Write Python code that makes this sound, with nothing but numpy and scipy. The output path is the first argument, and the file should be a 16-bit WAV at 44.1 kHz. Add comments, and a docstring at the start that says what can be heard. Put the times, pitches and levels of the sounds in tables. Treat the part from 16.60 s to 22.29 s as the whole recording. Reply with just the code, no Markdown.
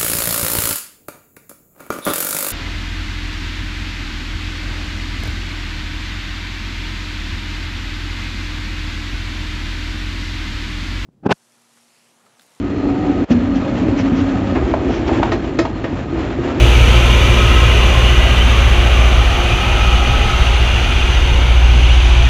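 """A rail grinding train rolls away

Two diesel engines drone and throb under the roar of fans, motors and wheels.
Grinding stones rasp on the rail and make the steel sing and howl, while water jets hiss.
An echo off the ground adds a sweep that climbs as the train leaves; light wind nudges the microphone."""
import sys
import numpy as np
from scipy import signal
from scipy.fft import rfft, irfft
from scipy.io import wavfile
from scipy.ndimage import uniform_filter1d

SR = 44100
rng = np.random.default_rng(int(sys.argv[2]) if len(sys.argv) > 2 else 0)


def master(y):
    """Save y as 16-bit WAV."""
    cut = np.clip(np.atleast_2d(y).T, -1, 1)
    pcm = np.round(cut * 32767)  # scale
    wavfile.write(sys.argv[1], SR, pcm.astype(np.int16))


N = 250929
T = np.arange(N) / SR
HZ = np.fft.rfftfreq(N, 1 / SR)


def gain_of(db):
    """Turns decibels into a number to multiply a sound by."""
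    return 10 ** (np.asarray(db) / 20)


def unit_level(x):
    """Scales a signal to an average (rms) level of 1."""
    return x / np.sqrt(np.mean(x ** 2) + 1e-20)


def curve(rows):
    """Joins (seconds, value) points with straight lines."""
    return np.interp(T, *np.transpose(rows))


def spectrum(points):
    """Joins (Hz, dB) points into a level for every frequency."""
    hz, db = np.transpose(points)
    return np.interp(np.log(HZ + 1), np.log(hz + 1), db)


def noise(shape_db):
    """Noise of level 1 with the given balance of low and high frequencies."""
    return unit_level(irfft(rfft(rng.standard_normal(N)) * gain_of(shape_db), N))


def wander(rate):
    """A random wobble of level 1 that changes up to about rate times a second."""
    times = np.linspace(0, N / SR, 2048)
    hz = np.fft.rfftfreq(len(times), times[1])
    slow = irfft(rfft(rng.standard_normal(len(times))) / (1 + (hz / rate) ** 4))
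    return unit_level(np.interp(T, times, slow))


def distance(start_m=25.4, speed_m_per_s=3.5):
    """How many times farther away the train is than at the start."""
    return 1 + speed_m_per_s * T / start_m


def receding(db, falloff):
    """Turns a level in dB into a gain that drops with distance; a bigger falloff drops faster."""
    return gain_of(db) / distance() ** falloff


def engine_tone(turns, unsteady, rate=3):
    """One engine tone of level 1 whose strength and timing waver."""
    waver = 1 + unsteady * (wander(rate) + 1j * wander(rate))
    return unit_level((waver * np.exp(2j * np.pi * turns)).real)


# How fast the main engine runs. Each row: time in seconds, engine cycles per second.
ENGINE_SPEED = [(0, 14.775), (2.6, 14.77), (3.0, 14.73), (5.69, 14.735)]
# The drone of its firings. Each row: time in seconds, level in dB.
DRONE_LEVEL = [(0.12, -9), (0.69, -11.5), (2.62, -10), (2.98, -23), (3.3, -11.5), (3.54, -14.5),
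               (3.69, -28), (3.8, -11.5), (4.26, -16.5), (5.11, -7.5), (5.55, -9)]
# The tone an octave above the drone. Each row: time in seconds, level in dB.
OCTAVE_LEVEL = [(0, -20), (.5, -20.5), (2.1, -25), (3, -28), (4.3, -31.5), (5.3, -24.5), (5.69, -24)]
# Low tones from unequal cylinders. Each row: multiple of the engine speed, level in dB.
THROB_TONES = [(2, -34), (3, -20), (5, -21.5), (6, -33), (7, -38)]
# Higher, buzzing tones. Each row: multiple of the engine speed, starting level in dB.
BUZZ_TONES = [(12, -31.5), (16, -40), (17, -39.5), (24, -28), (25, -34.5), (28, -37)]


def main_diesel(first_throb_s=.029, smear=.135, throb_follows=.25, buzz_fade_db_per_s=1.98):
    """Four firings a cycle make the drone; unequal cylinders add tones that beat with it as a throb."""
    speed = curve(ENGINE_SPEED)
    cycles = np.cumsum(speed) / SR - first_throb_s * speed[0]
    drone_db = curve(DRONE_LEVEL)

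    def turns(multiple):
        # the exhaust pipe, tuned to the drone, spreads the other tones in time
        return multiple * cycles + smear * (multiple - 4) ** 2
    drone = gain_of(drone_db + .1) * engine_tone(turns(4), unsteady=.03)
    octave = gain_of(curve(OCTAVE_LEVEL) - .5) * engine_tone(turns(8), unsteady=.075)
    throb = sum(gain_of(db) * engine_tone(turns(k), unsteady=.11) for k, db in THROB_TONES)
    buzz = sum(gain_of(db) * engine_tone(turns(k), unsteady=.6) for k, db in BUZZ_TONES)
    throb *= gain_of(throb_follows * (drone_db - drone_db.mean()))
    return drone + octave + throb + buzz * gain_of(-buzz_fade_db_per_s * T)


# The hum of the second engine. Each row: pitch in Hz, starting level in dB.
HUM_TONES = [(41.1, -41), (103.4, -35), (112.3, -23), (132.6, -36), (351.3, -38)]


def second_diesel(fade_db_per_s=3.0):
    """An engine farther up the train hums out of tune with the first and fades."""
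    hum = sum(gain_of(db) * engine_tone(hz * T + rng.random(), unsteady=.27, rate=7.3)
              for hz, db in HUM_TONES)
    return hum * gain_of(-fade_db_per_s * T)


# The exhaust's rumble. Each row: frequency in Hz, relative level in dB.
EXHAUST_SHAPE = [(20, -22), (40, 3.5), (65, 1.5), (90, 6), (120, 2.5), (135, -2.5), (155, -34), (300, -55)]


def exhaust():
    """Swirling exhaust gas makes a deep rumble."""
    return receding(db=-19.5, falloff=.7) * noise(spectrum(EXHAUST_SHAPE))


# The machinery's low body. Each row: frequency in Hz, relative level in dB.
BODY_SHAPE = [(90, -2.5), (150, -2), (250, 2), (340, -1), (430, -1), (550, -2), (680, -5.5), (1000, -13),
              (2000, -49)]
# Its higher roar. Each row: frequency in Hz, relative level in dB.
ROAR_SHAPE = [(350, -17), (600, -4), (720, 1.5), (950, 0), (1300, 2), (1500, -1), (1700, -6.5), (2000, -19),
              (3000, -55)]
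# How loud that roar is. Each row: time in seconds, level in dB.
ROAR_LOUDNESS = [(0, -25), (2, -24), (3.8, -25.5), (5.1, -28), (5.69, -27)]


def machinery():
    """Fans, motors and wheels make a broad roar whose low body fades first."""
    body = receding(db=-20.5, falloff=1.51) * noise(spectrum(BODY_SHAPE))
    roar = gain_of(curve(ROAR_LOUDNESS) - .32) * noise(spectrum(ROAR_SHAPE))
    return body + roar


# The rasp of stone on rail. Each row: frequency in Hz, relative level in dB.
RASP_SHAPE = [(1200, -38), (1750, -5.5), (1950, -2.5), (2200, -2), (2600, -1), (3100, -1), (3500, -3),
              (4100, -11.5), (4500, -13.5), (5300, -21), (6600, -21.5), (7800, -29.5), (10000, -39),
              (15000, -56)]
# Where stones and rail ring. Each row: pitch in Hz, width in Hz, boost in dB.
RASP_RINGS = [(2395, 180, 3), (2810, 410, 4), (6096, 640, 10.5), (9430, 540, 13.5)]
# How hard the stones press. 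Each row: time in seconds, boost of the rasp in dB.
STONE_BITE = [(0, -0.8), (.6, 0.3), (2.2, -0.4), (3.15, 0.16), (4.45, 0.8), (5, -0.45), (5.35, 1.2),
              (5.69, 1.1)]


def grinding_stones(chatter_db=.43, bright_hz=3500, brightening=.73):
    """Stones rub the rail with a ringing rasp that grows louder and brighter as they bite."""
    ring_db = sum(db / (1 + (2 * (HZ - hz) / width) ** 2) for hz, width, db in RASP_RINGS)
    rasp = noise(spectrum(RASP_SHAPE) + ring_db)
    treble = irfft(rfft(rasp) * (1 - 1 / (1 + (HZ / bright_hz) ** 10)), N)
    bite_db = curve(STONE_BITE)
    level = receding(db=-19.5 + bite_db + chatter_db * wander(rate=91), falloff=.93)
    extra_treble = gain_of(.23 + brightening * bite_db) - 1
    return level * (rasp + extra_treble * treble)


def outdoor_air(sound, comb_hz=410, dull_hz=2400, flicker_db=1.58):
    """The ground adds an echo, dulled by rough gravel; moving air makes patches of the sound flicker."""
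    hz, times, slices = signal.stft(sound, SR, nperseg=2048, noverlap=1536)
    hz = hz[:, None]
    # the echo makes a comb of peaks and dips, which spread as its detour shrinks with distance
    spacing_hz = comb_hz * np.interp(times, T, distance())
    # low sounds leave the whole train, so their echoes blur and make no comb
    echo = .24 * (1 - np.exp(-(hz / 550) ** 2)) / (1 + (hz / dull_hz) ** 2)
    # porous ground shifts the echo by a quarter of a wave (the 1j)
    slices *= 1 + 1j * echo * np.exp(-2j * np.pi * hz / spacing_hz)
    patches = uniform_filter1d(rng.standard_normal(slices.shape), size=3, axis=0)
    patches = uniform_filter1d(patches, size=16, axis=1)
    slices *= gain_of(flicker_db * unit_level(patches))
    return signal.istft(slices, SR, nperseg=2048, noverlap=1536)[1][:N]


def whistle(pitch_hz, width_hz):
    """Rubbing keeps a note sounding: a fuzzy whistle of level 1 that follows the given pitch."""
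    lowpass = signal.butter(2, width_hz / 2, fs=SR, output="sos")
    a, b = signal.sosfilt(lowpass, rng.standard_normal((2, N)))
    turns = np.cumsum(pitch_hz) / SR
    return unit_level(((a + 1j * b) * np.exp(2j * np.pi * turns)).real)


# The steel's natural notes. Each row: pitch in Hz, width in Hz, base level in dB.
STEEL_NOTES = [(551, 48, -39), (808, 45, -43), (1048, 27, -51), (1276, 57, -37.5), (1558, 160, -36),
               (1977, 71, -46), (2347, 41, -39), (2455, 55, -38), (2846, 75, -33.5), (3064, 87, -38.5)]


def singing_steel(swell_db=1.5, rate=1.6, drift=.007):
    """All the notes of the rubbed steel sing softly, swelling and drifting by chance."""
    out = np.zeros(N)
    for hz, width, db in STEEL_NOTES:
        level = receding(db + swell_db * wander(rate), falloff=.98)
        out += level * whistle(hz * (1 + drift * wander(rate)), width)
    return out


# The loudest howls. 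Each row: start in seconds, end in seconds, rough pitch in Hz
# (the nearest steel note is played), slide in Hz per second, level in dB.
STONE_HOWLS = [(-.3, 0.81, 1282, 0, -31.5), (-.3, 1.4, 2350, 1, -30), (.1, 1.9, 1042, 10, -32.5),
               (.2, 2.9, 1990, 15, -34), (.65, 1.25, 1282, 0.5, -28), (.8, 1.84, 2860, 130.5, -27.5),
               (1.4, 2, 3070, 91, -31), (2.45, 4.1, 805, 9.5, -32), (2.55, 3.75, 2455, 50.5, -31),
               (2.9, 3.95, 1282, 15, -28), (3.95, 4.55, 2455, 199.5, -32), (4.15, 4.2, 2860, -60.5, -29)]


def howling_stones(waver=.004, surge_db=1.5, narrowing=.8):
    """A stone catches one note of the steel, which gets purer, swells in surges, slides and dies."""
    out = np.zeros(N)
    for start, end, rough_hz, slide, db in STONE_HOWLS:
        hz, width, _ = min(STEEL_NOTES, key=lambda note: abs(note[0] - rough_hz))
        pitch = hz * (1 + waver * wander(rate=7)) + slide * (T - (start + end) / 2)
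        arch = np.sin(np.pi * np.clip((T - start) / (end - start), 0, 1))
        level = gain_of(db + surge_db * wander(rate=5)) * np.sqrt(arch)
        out += level * whistle(pitch, narrowing * width)
    return out


# The water's hiss. Each row: frequency in Hz, relative level in dB.
SPRAY_SHAPE = [(3500, -18), (6500, 8), (8000, -0.5), (10500, -0.5), (12500, -4.5), (14500, -6),
               (15700, -15)]


def water_spray(air_loss_db_per_s=1.45):
    """Water jets hiss on the gravel; the air swallows this high sound first as the train leaves."""
    return receding(db=-37.4 - air_loss_db_per_s * T, falloff=1) * noise(spectrum(SPRAY_SHAPE))


# The wind's low flutter. Each row: frequency in Hz, relative level in dB.
WIND_SHAPE = [(3, -12), (9, -8), (20, 16), (35, 17.5), (60, 12), (150, -55)]


def wind(breeze_db=-26, gust_db=-19, peak_s=3.6, rise_s=.22, fall_s=.75):
    """A breeze blows on the microphone; one gust rises quickly and dies slowly."""
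    rise = np.clip(1 + (T - peak_s) / rise_s, 0, 1)
    fall = np.exp(-np.maximum(T - peak_s, 0) / fall_s)
    return (gain_of(breeze_db) + gain_of(gust_db) * rise * fall) * noise(spectrum(WIND_SHAPE))


def scene():
    """The whole train heard from beside the track, in one channel."""
    engines = main_diesel() + second_diesel() + exhaust()
    roar_and_rasp = outdoor_air(machinery() + grinding_stones())
    return (engines + roar_and_rasp + singing_steel() + howling_stones() + water_spray() + wind())[None]


def record(dry, knee=.82, top_hz=15720):
    """Rounds off peaks above the knee level, then cuts the highest treble."""
    excess = np.maximum(abs(dry) - knee, 0)
    rounded = np.clip(dry, -knee, knee) + np.sign(dry) * (1 - knee) * np.tanh(excess / (1 - knee))
    lowpass = signal.firwin(1023, top_hz, window=("kaiser", 9), fs=SR)
    return signal.oaconvolve(rounded, lowpass[None], "same")


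dry = scene()
out = record(dry)
master(out)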